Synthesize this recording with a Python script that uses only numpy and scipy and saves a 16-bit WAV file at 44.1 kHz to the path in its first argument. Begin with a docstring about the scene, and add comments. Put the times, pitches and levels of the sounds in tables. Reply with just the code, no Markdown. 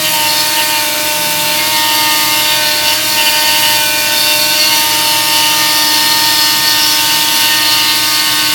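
"""In a workshop, before one microphone, a small router spindle turns about 304 times a second and cuts plywood.
Sines at shaft orders whine and shift their balance as the path turns; bearing tones sit at fifths of an order.
Noise in the resonances of the sheet and dust shoe makes the chips, with hiss above; the bit's chatter is
an unsteady sine chopped by the shaft.
A vacuum rushes as coloured noise and sings in steady tones; low sines make a wavering hum."""
import sys
import numpy as np
from scipy import signal
from scipy.fft import rfft, irfft, next_fast_len
from scipy.io import wavfile
from scipy.ndimage import uniform_filter1d

SR = 44100
rng = np.random.default_rng(int(sys.argv[2]) if len(sys.argv) > 2 else 0)


def boost_factor(decibels):
    """Convert a level in decibels to a linear amplitude factor."""
    exponent = np.asarray(decibels, float) / 20
    return 10 ** exponent


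def transcribe(u):
    """Save the signal u as a 16-bit wav file named by the first command-line argument.

    u: samples, shape (n,) or (channels, n), limited to [-1, 1]; the rate is SR.
    q: integer samples, one column per channel.
    """
    v = np.clip(np.atleast_2d(u).T, -1, 1)
    q = np.round(v * 32767).astype(np.int16)
    wavfile.write(sys.argv[1], SR, q)


N = 376613  # samples


def unit(x):
    """Scaled to rms 1."""
    return x / np.sqrt(np.mean(x ** 2) + 1e-20)


def curves(rows):
    """One value per sample for each column after the time."""
    seconds, *columns = np.transpose(rows)
    return [np.interp(np.arange(N) / SR, seconds, column) for column in columns]


def wobble(rate):
    """A random curve through normal draws, rate knots a second."""
    knots = rng.standard_normal(1200)
    return np.interp(np.arange(N) * rate / SR, np.arange(len(knots)), knots)


def bursts(rows, rest_db, edge_s):
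    """A level in dB that rises from its rest for each row of start, length, dB; lower rows change nothing."""
    start, length, db = np.transpose(rows)[:3, :, None]
    t = np.arange(N) / SR
    inside_s = np.minimum(t - start, start + length - t)
    on = np.clip(inside_s / edge_s + .5, 0, 1)
    return rest_db + np.max(on * np.maximum(db - rest_db, 0), axis=0)


def noise(response, patchy_db, size=(5, 16)):
    """Noise of rms 1 with a colour and patches of random gain, size bins high and frames long."""
    spectrum = signal.stft(rng.standard_normal(N + 512), nperseg=512)[2]
    field = uniform_filter1d(rng.standard_normal(spectrum.shape), size=size[0], axis=0)
    field = uniform_filter1d(field, size=size[1], axis=1)
    patchy = signal.istft(spectrum * boost_factor(patchy_db * unit(field)), nperseg=512)[1]
    m = next_fast_len(N + SR // 4)
    coloured = irfft(rfft(patchy, m) * response(np.fft.rfftfreq(m, 1 / SR)), m)
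    return unit(coloured[:N])


def shaped(points):
    """Gain through (Hz, dB) points on a log frequency axis."""
    f, db = np.transpose(points)
    return lambda hz: boost_factor(np.interp(np.log(hz + 1), np.log(f + 1), db))


def ringing(modes):
    """Response of a few steep resonances, added in power and dark between them."""
    def response(f):
        power = 0
        for centre, width, db in modes:
            resonance = np.abs(f * width / (centre * centre - f * f + 1j * f * width))
            power = power + boost_factor(2 * db) * resonance ** 4
        return np.sqrt(power)
    return response


def tone(angle, db, flutter_db, blur):
    """A sine at rms db whose level flutters and whose phase trembles by blur radians."""
    phase = angle + 2 * np.pi * rng.random() + blur * wobble(45)
    return np.sqrt(2) * boost_factor(db + flutter_db * wobble(25)) * np.sin(phase)


# The spindle sags under load and races at corners. 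Each row: time in seconds, shaft turns in Hz.
SHAFT_SPEED = [(0.0, 311.7), (0.06, 310.0), (0.14, 306.0), (0.3, 302.8), (0.4, 304.8), (0.68, 305.1),
               (0.86, 301.6), (1.1, 302.6), (1.34, 301.0), (1.52, 302.1), (1.64, 306.0), (1.7, 309.0),
               (1.76, 306.8), (2.26, 303.3), (2.48, 304.4), (2.56, 305.8), (2.7, 301.8), (2.9, 303.8),
               (3.0, 309.4), (3.06, 308.4), (3.18, 304.6), (3.32, 303.8), (3.5, 305.7), (3.66, 305.6),
               (3.84, 301.9), (4.56, 303.3), (4.62, 306.4), (4.68, 308.0), (4.74, 305.1), (5.26, 303.5),
               (5.4, 304.6), (5.6, 303.6), (6.2, 304.9), (6.26, 305.6), (6.36, 303.3), (6.58, 304.6),
               (6.92, 303.2), (7.58, 305.2), (7.68, 304.7), (8.54, 304.0)]


def spindle():
    """Shaft angle in radians, summed from its changing speed."""
    return 2 * np.pi * np.cumsum(curves(SHAFT_SPEED)[0]) / SR


# How hard the bit bites, heard near 2.9 kHz. 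Each row: time in seconds, level in dB before grabs,
# on-off flutter in dB.
BITE_LEVEL = [(0, -28, 1), (.16, -28, 1), (.3, -27, 4), (.55, -25, 2), (.85, -31, 3), (1.02, -30.5, 1),
              (1.52, -22.5, 2), (1.7, -23, 1), (2.23, -22, 1), (2.7, -24, 1), (3.1, -27, 3), (3.75, -21, 0),
              (3.88, -27, 1.5), (4.16, -24.5, 5), (4.55, -24, 2.5), (4.75, -19, 1.5), (5.23, -18, 2),
              (5.8, -19, 2), (6.37, -20.5, -1.5), (6.68, -20, 3.5), (6.97, -17, 4), (7.59, -17.5, 1),
              (8.1, -19, 4.5), (8.54, -20.5, 1)]
# The bit grabs the wood for a moment. Each row: start in seconds, length in seconds, level in dB.
WOOD_GRABS = [(.04, .05, -17.5), (.13, 0.15, -19), (.563, .06, -15), (.69, 0.096, -18), (1.75, .044, -19),
              (1.81, .052, -18), (1.894, .06, -18), (2.007, .125, -18), (2.19, .07, -18),
              (2.315, 0.11, -17), (2.45, 0.11, -19), (2.616, .054, -19), (2.85, 0.089, -16),
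              (3.162, 0.064, -16), (3.259, .04, -15), (3.326, 0.072, -17), (3.415, .18, -16),
              (3.62, .13, -15.5), (3.76, 0.087, -19)]


def biting():
    """Level of the bite in dB: it rises at grabs and flips a little between strong and weak."""
    db, flutter_db = curves(BITE_LEVEL)
    flips = np.tanh(2 * wobble(22))
    return bursts(WOOD_GRABS, db, edge_s=.012) + flutter_db * flips


# The balance of the orders shifts from leg to leg of the path. Each row: time in seconds,
# lightness of the cut, three further blends of the orders, all roughly -1 to 1.
ORDER_BLEND = [(0.0, -0.22, -0.5, -0.1, -0.18), (0.13, -0.24, -0.25, -0.13, 0.48),
               (0.3, -0.14, -0.6, 0.15, -0.087), (0.78, -0.3, 0.0, -0.48, 0.3),
               (0.88, -0.73, -0.084, 0.69, -0.4), (1.25, -0.63, 0.084, 0.89, -0.24),
               (1.55, -0.6, -0.32, 0.4, 0.0), (1.62, -0.29, -1.0, -0.78, 0.033),
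               (1.72, -0.27, -0.4, -0.69, -0.5), (1.8, 0.44, -1.0, -0.0, -0.04),
               (2.33, 0.35, -0.73, -0.18, -0.43), (2.5, -0.27, -0.1, -0.6, 0.1),
               (2.7, -0.6, 0.019, -0.33, -0.026), (2.9, -0.42, -0.4, -0.6, -0.2),
               (3.1, -0.31, -0.27, 0.26, -0.13), (3.25, -0.5, -0.014, -1.1, 0.6),
               (3.74, -0.26, 0.039, -0.7, 0.45), (3.84, -0.76, 0.77, -0.0, 0.34),
               (4.15, -0.54, 0.053, 0.11, 0.2), (4.52, -0.93, 0.23, 0.6, -0.74),
               (4.6, -0.42, -0.96, -0.99, 0.043), (4.7, -0.12, 0.016, -0.8, -0.86),
               (4.78, 0.12, -0.16, 0.4, -0.16), (5.35, 0.2, -0.53, 0.6, -0.17),
               (5.85, 0.52, -0.24, 0.95, 0.0071), (6.35, 0.43, 0.15, 0.31, 0.27),
               (6.9, 0.34, 0.49, 0.39, -0.26), (7.45, 0.3, 0.46, 0.38, -0.093),
               (7.65, 0.67, 0.3, -0.16, -0.092), (8.54, 0.46, 0.5, -0.9, -0.54)]
# The 3rd order, core of the whine. 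Each row: time in seconds, level in dB before the lift at grabs.
THIRD_ORDER = [(0.0, -31), (0.09, -32), (0.14, -21), (0.5, -23.5), (0.59, -21), (0.64, -24.5),
               (0.76, -20.5), (0.93, -27), (1.09, -23), (1.71, -23), (1.76, -20), (2.09, -20), (2.16, -22),
               (2.78, -25), (2.92, -22.5), (3.02, -38), (3.07, -26), (3.21, -22), (3.81, -21.5),
               (3.85, -25.5), (4.54, -24), (4.61, -34), (4.66, -25), (4.73, -19.5), (5.21, -21),
               (5.25, -23), (5.4, -19), (5.56, -22), (6.33, -20), (6.37, -23), (6.97, -23.5), (7.02, -21.5),
               (8.49, -28), (8.54, -27)]
# Shaft orders and two strong bearing tones. Each row: order, middle level in dB,
# swing in dB with lightness and with each of the three further blends.
MAIN_TONES = [(1.0, -34.0, 4.0, -0.0, 0.5, -2.5), (2.0, -32.5, -8.5, -5, 0.5, 2.0),
              (3.6, -34.5, 2.5, 1.0, -1.5, -5), (4.0, -32.5, 9.0, -2.0, 0.5, 2.5),
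              (5.0, -31.5, -4, 10, -2.0, -1), (6.0, -28.0, 6.5, -1, -1.0, 6.5),
              (7.0, -34, 6.5, -6.5, -6.5, 1.5), (7.6, -36, -1.5, -3.5, 5.5, 1.5),
              (8.0, -33.5, -9, 4, -3, 1.5), (11.0, -40.5, 12, 9, 10, -1), (12.0, -30.0, 1.0, 1, 0, -6),
              (13.0, -34, 2.5, -2, 0.5, -5), (14.0, -30.5, 12, 4, 2.5, 13), (15.0, -27, 3, 1, -4, 1.5),
              (16.0, -43, 7, 1.0, -14, 10), (17.0, -32, 3.5, -1.5, 4, 2)]
# Cluster near 2.9 kHz. Each row: order, level in dB relative to the bite, the same four swings in dB.
BITE_TONES = [(9.0, -6.5, -7, -0.0, 1.0, -4.5), (9.6, -5.5, -1, 1.0, -0.0, -0.5),
              (10.0, -9.5, -0.5, -0.0, 1.0, 2)]
# Weaker shaft orders, free to wander. Each row: order, middle level in dB.
WEAK_ORDERS = [(18.0, -63), (19.0, -42), (20.0, -35.5), (21.0, -40), (22.0, -41), (23.0, -40.5),
               (24.0, -39), (25.0, -44)]
# Bearing tones between the orders. 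Each row: order, level in dB at the mean bite.
BEARING_TONES = [(4.6, -43.5), (5.2, -41.5), (5.6, -47), (6.6, -37.5), (7.4, -50), (8.2, -58), (8.4, -42),
                 (8.6, -41), (9.4, -37), (10.2, -34.5), (10.6, -36), (11.2, -52), (11.6, -39), (12.4, -45),
                 (12.6, -50), (13.6, -53), (15.6, -38), (17.6, -49), (14.4, -61), (17.2, -55)]
# Single orders flare up for a moment, most clearly at corners. Each row: start in seconds,
# length in seconds, level in dB, order.
ORDER_FLARES = [(.28, .06, -24, 14), (.73, .09, -25, 8), (1.44, .12, -27, 14), (1.58, .05, -24, 7),
                (1.72, .05, -23, 7), (2.5, .25, -26, 6), (2.62, .17, -23, 14), (3.15, .65, -26, 6),
                (3.77, .25, -22, 8), (4.13, .25, -23, 12), (4.19, .19, -22, 15), (4.575, .045, -23, 7),
                (4.62, .1, -20, 9), (4.7, .05, -23, 7), (5.29, .21, -24, 15), (5.6, .75, -24, 6),
                (6.6, .15, -22, 6), (7.5, .14, -20, 6), (7.78, .16, -23, 14)]


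def whine(shaft, bite_db):
    """Shaft orders and bearing tones; the higher the order, the more the cut shakes it."""
    load_db = bite_db - bite_db.mean()
    grab_db = bite_db - curves(BITE_LEVEL)[0]
    blends = np.array(curves(ORDER_BLEND))
    played = [(3, curves(THIRD_ORDER)[0] + 0.23 * grab_db)]
    for order, db, *swings in MAIN_TONES:
        played.append((order, db + np.dot(swings, blends) + 1.5 * wobble(8)))
    for order, db, *swings in BITE_TONES:
        played.append((order, bite_db + db + np.dot(swings, blends) + 0.88 * wobble(8)))
    for order, db in WEAK_ORDERS:
        played.append((order, db + 1.5 * wobble(4)))
    for order, db in BEARING_TONES:  # bearing load follows the cut, 0.7 dB per dB
        played.append((order, db + 0.7 * load_db + 2.1 * wobble(4)))

    grain = wobble(16)  # uneven plies shake all orders together
    total = np.zeros(N)
    for order, db in played:
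        flares = [row for row in ORDER_FLARES if row[-1] == order]
        if flares:
            db = bursts(flares, db, edge_s=.025)
        flutter_db = min(0.24 * order, 2.4)
        total += tone(order * shaft, db + 0.07 * order * grain, flutter_db, blur=0.029 * order)
    return total


# Chip level by band; the noise itself lies under the first two. Each row: time in seconds,
# level near 3.5 kHz in dB, level near 5 kHz in dB, hiss in dB.
CHIP_LEVELS = [(0.0, -24, -30, -20), (0.14, -28, -23, -16.5), (0.28, -22, -16, -18.5),
               (0.57, -25, -24, -18), (1.02, -28, -36, -19.5), (1.74, -19.5, -25, -17.5),
               (2.33, -24, -19.5, -17.5), (2.5, -16, -23, -18.5), (2.76, -22, -18, -19),
               (2.8, -23, -25, -20), (2.88, -16, -11, -17.5), (3.0, -30, -21, -20), (3.12, -22, -15, -18),
               (3.4, -21, -16.5, -17), (3.66, -20, -19, -16.5), (3.81, -22, -25, -18),
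               (4.09, -23, -15, -20.5), (4.21, -19, -16.5, -17.5), (4.61, -21, -13.5, -19),
               (4.78, -21, -16, -17.5), (6.73, -19.5, -13, -17.5), (7.42, -17.5, -16.5, -17),
               (7.73, -21.5, -11.5, -19), (8.25, -22, -17, -19), (8.47, -23, -16.5, -19),
               (8.54, -20, -21, -18)]
# Where the chip noise rings, in three bands. Each row: centre in Hz, width in Hz, relative gain in dB.
BITE_RESONANCES = [(2140, 120, -0.5), (2734, 190, 9), (2950, 120, 4), (3090, 75, -10)]
LOW_RESONANCES = [(3410, 120, -5), (3610, 300, -4.5), (3980, 200, -9.5)]
HIGH_RESONANCES = [(4520, 260, 2.5), (4880, 200, -6), (5170, 410, -2), (5520, 210, -5), (5800, 120, -3)]
# Hiss of chips and cooling fan. Each row: frequency in Hz, relative density in dB per Hz.
HISS_COLOUR = [(2000, -33), (5000, 1), (6500, -2), (8000, 1), (8800, -1.5), (10100, 2.5), (11500, 0.5),
               (12600, 4), (13200, -3.5), (14300, 1.5), (15500, -4), (16400, 7.5), (17000, -13)]
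# Shaft and bearing make the chip noise throb. Each row: order, depth as a fraction of 1.
CHIP_THROB = [(.2, .04), (.4, .045), (.6, .1), (1, .12), (1.4, .03), (2, .035)]


def chips(shaft, bite_db):
    """Fibres tear: noise in the resonances of sheet and shoe, with hiss above."""
    low_db, high_db, hiss_db = curves(CHIP_LEVELS)
    throb = 1 + sum(depth * np.sin(order * shaft + 2 * np.pi * rng.random()) for order, depth in CHIP_THROB)
    burst = wobble(22)
    # the noise lies a few dB under the level of its band: tones carry the rest
    bite_db = bite_db - 9 + 0.26 * burst
    low_db = low_db - 3.5 + 0.57 * burst + 0.77 * wobble(12)
    high_db = high_db - 5 + 0.65 * burst + 0.83 * wobble(12)
    hiss_db = hiss_db + .5 * burst + 0.29 * wobble(12)
    bite = boost_factor(bite_db) * noise(ringing(BITE_RESONANCES), patchy_db=-1)
    low = boost_factor(low_db) * noise(ringing(LOW_RESONANCES), patchy_db=-0.5, size=(2, 50))
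    high = boost_factor(high_db) * noise(ringing(HIGH_RESONANCES), patchy_db=4.0, size=(2, 50))
    # echoes off the sheet colour the hiss in long bands that shift as the gantry travels
    hiss = boost_factor(hiss_db) * noise(shaped(HISS_COLOUR), patchy_db=1.85, size=(3, 220))
    return throb * (bite + low + high + hiss)


# Steady tones of the vacuum motor and the mains. Each row: multiple of the base, base in Hz,
# level in dB, wavering in dB.
MOTOR_TONES = [(1, 323.7, -37, .7), (2, 323.7, -40.5, 1.5), (3, 323.7, -48, 2.5), (3, 120, -47, 2.5),
               (1, 405, -49, 2.5)]
# Suction air and room roar. Each row: frequency in Hz, relative density in dB per Hz.
AIR_COLOUR = [(20, -40), (45, -17), (65, -6.5), (120, -2), (300, -4), (500, -4), (700, -1), (780, -3.5),
              (860, -5), (1000, -4), (1400, -1), (2400, 3.5), (5000, 1), (9000, -6), (18000, -11)]


def vacuum():
    """Broad rush of the suction air, with the motor's own pitch and mains tones as wavering sines."""
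    turn = 2 * np.pi * np.arange(N) / SR
    tones = sum(tone(multiple * hz * turn, db + waver_db * wobble(6.7), flutter_db=-1.8, blur=0.18)
                for multiple, hz, db, waver_db in MOTOR_TONES)
    air_db = -19.0 + 0.16 * wobble(3.2)
    return tones + boost_factor(air_db) * noise(shaped(AIR_COLOUR), patchy_db=2.0, size=(2, 24))


# The low hum. Each row: frequency in Hz (played at the nearest whole Hz), level in dB, wavering in dB.
HUM_TONES = [(120.4, -41, 1), (161.7, -45, 3.5), (238.7, -45, 3)]


def low_hum():
    """Low sines whose levels waver and whose phases tremble."""
    turn = 2 * np.pi * np.arange(N) / SR
    return sum(tone(round(hz) * turn, db + waver_db * wobble(7), flutter_db=3.4, blur=0.23)
               for hz, db, waver_db in HUM_TONES)


# Bursts of chatter. Each row: start in seconds, length in seconds, level in dB before pulsing and wander,
# middle pitch in Hz.
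CHATTER_BURSTS = [(0.28, 0.2706, -23, 4300), (2.772, .034, -25, 4360), (3.095, .052, -19.5, 4329.5),
                  (4.172, .048, -19, 4426), (4.39, 0.083, -19.5, 4370), (4.475, 0.1, -21, 4355),
                  (4.589, 0.1, -14.5, 4390), (4.709, 0.115, -24, 4340), (5.056, 0.075, -20, 4340),
                  (5.945, .04, -25, 4303), (6.086, .25, -22, 4320), (6.328, .1, -25, 4370),
                  (6.623, .104, -17, 4370), (6.896, .036, -22, 4434), (7.633, .118, -24, 4270),
                  (7.8, 0.2, -22, 4000), (8.18, 0.057, -22, 4340)]


def chatter(shaft):
    """An unsteady tone, cleaner when strong, chopped by the turning shaft into side tones."""
    start, length, _, burst_hz = np.transpose(CHATTER_BURSTS)
    hz = np.interp(np.arange(N) / SR, start + length / 2, burst_hz) + 12 * wobble(12)
    db = bursts(CHATTER_BURSTS, rest_db=-30.5, edge_s=0.021) + 1.6 * wobble(15)
    pulse_hz = 35 + 6 * wobble(4.5)  # quick, fairly regular pulses
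    db = db + 4 * np.sin(2 * np.pi * np.cumsum(pulse_hz) / SR)
    rough = np.clip((-13 - db) / 8, .15, 1)
    chop = 1 + 0.59 * np.sin(shaft) + 0.27 * np.sin(3 * shaft)
    angle = 2 * np.pi * np.cumsum(hz) / SR + 0.68 * rough * wobble(110)
    return chop * tone(angle, db + 3.7 * rough * wobble(70), flutter_db=-2.0, blur=0.21)


def scene():
    """Spindle, cut, vacuum and hum heard by one microphone; distance is held in each source's level."""
    shaft = spindle()
    bite_db = biting()
    mix = whine(shaft, bite_db) + chips(shaft, bite_db) + vacuum() + low_hum() + chatter(shaft)
    return mix[None]


def top_cut(x):
    """Nothing passes above the cut-off."""
    return signal.sosfilt(signal.butter(12, 17870, fs=SR, output="sos"), x)


def record(dry):
    """Peaks round off near full scale and nothing is kept from the band limit up."""
    ceiling, band_limit_hz = 1.12, 16990  # ceiling relative to full scale
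    rounded = dry / (1 + np.abs(dry / ceiling) ** 6) ** (1 / 6)
    m = next_fast_len(N)
    in_band = np.fft.rfftfreq(m, 1 / SR) < band_limit_hz
    kept = irfft(rfft(rounded, m) * in_band, m)[:, :N]
    return top_cut(kept)


dry = scene()
out = record(dry)
transcribe(out)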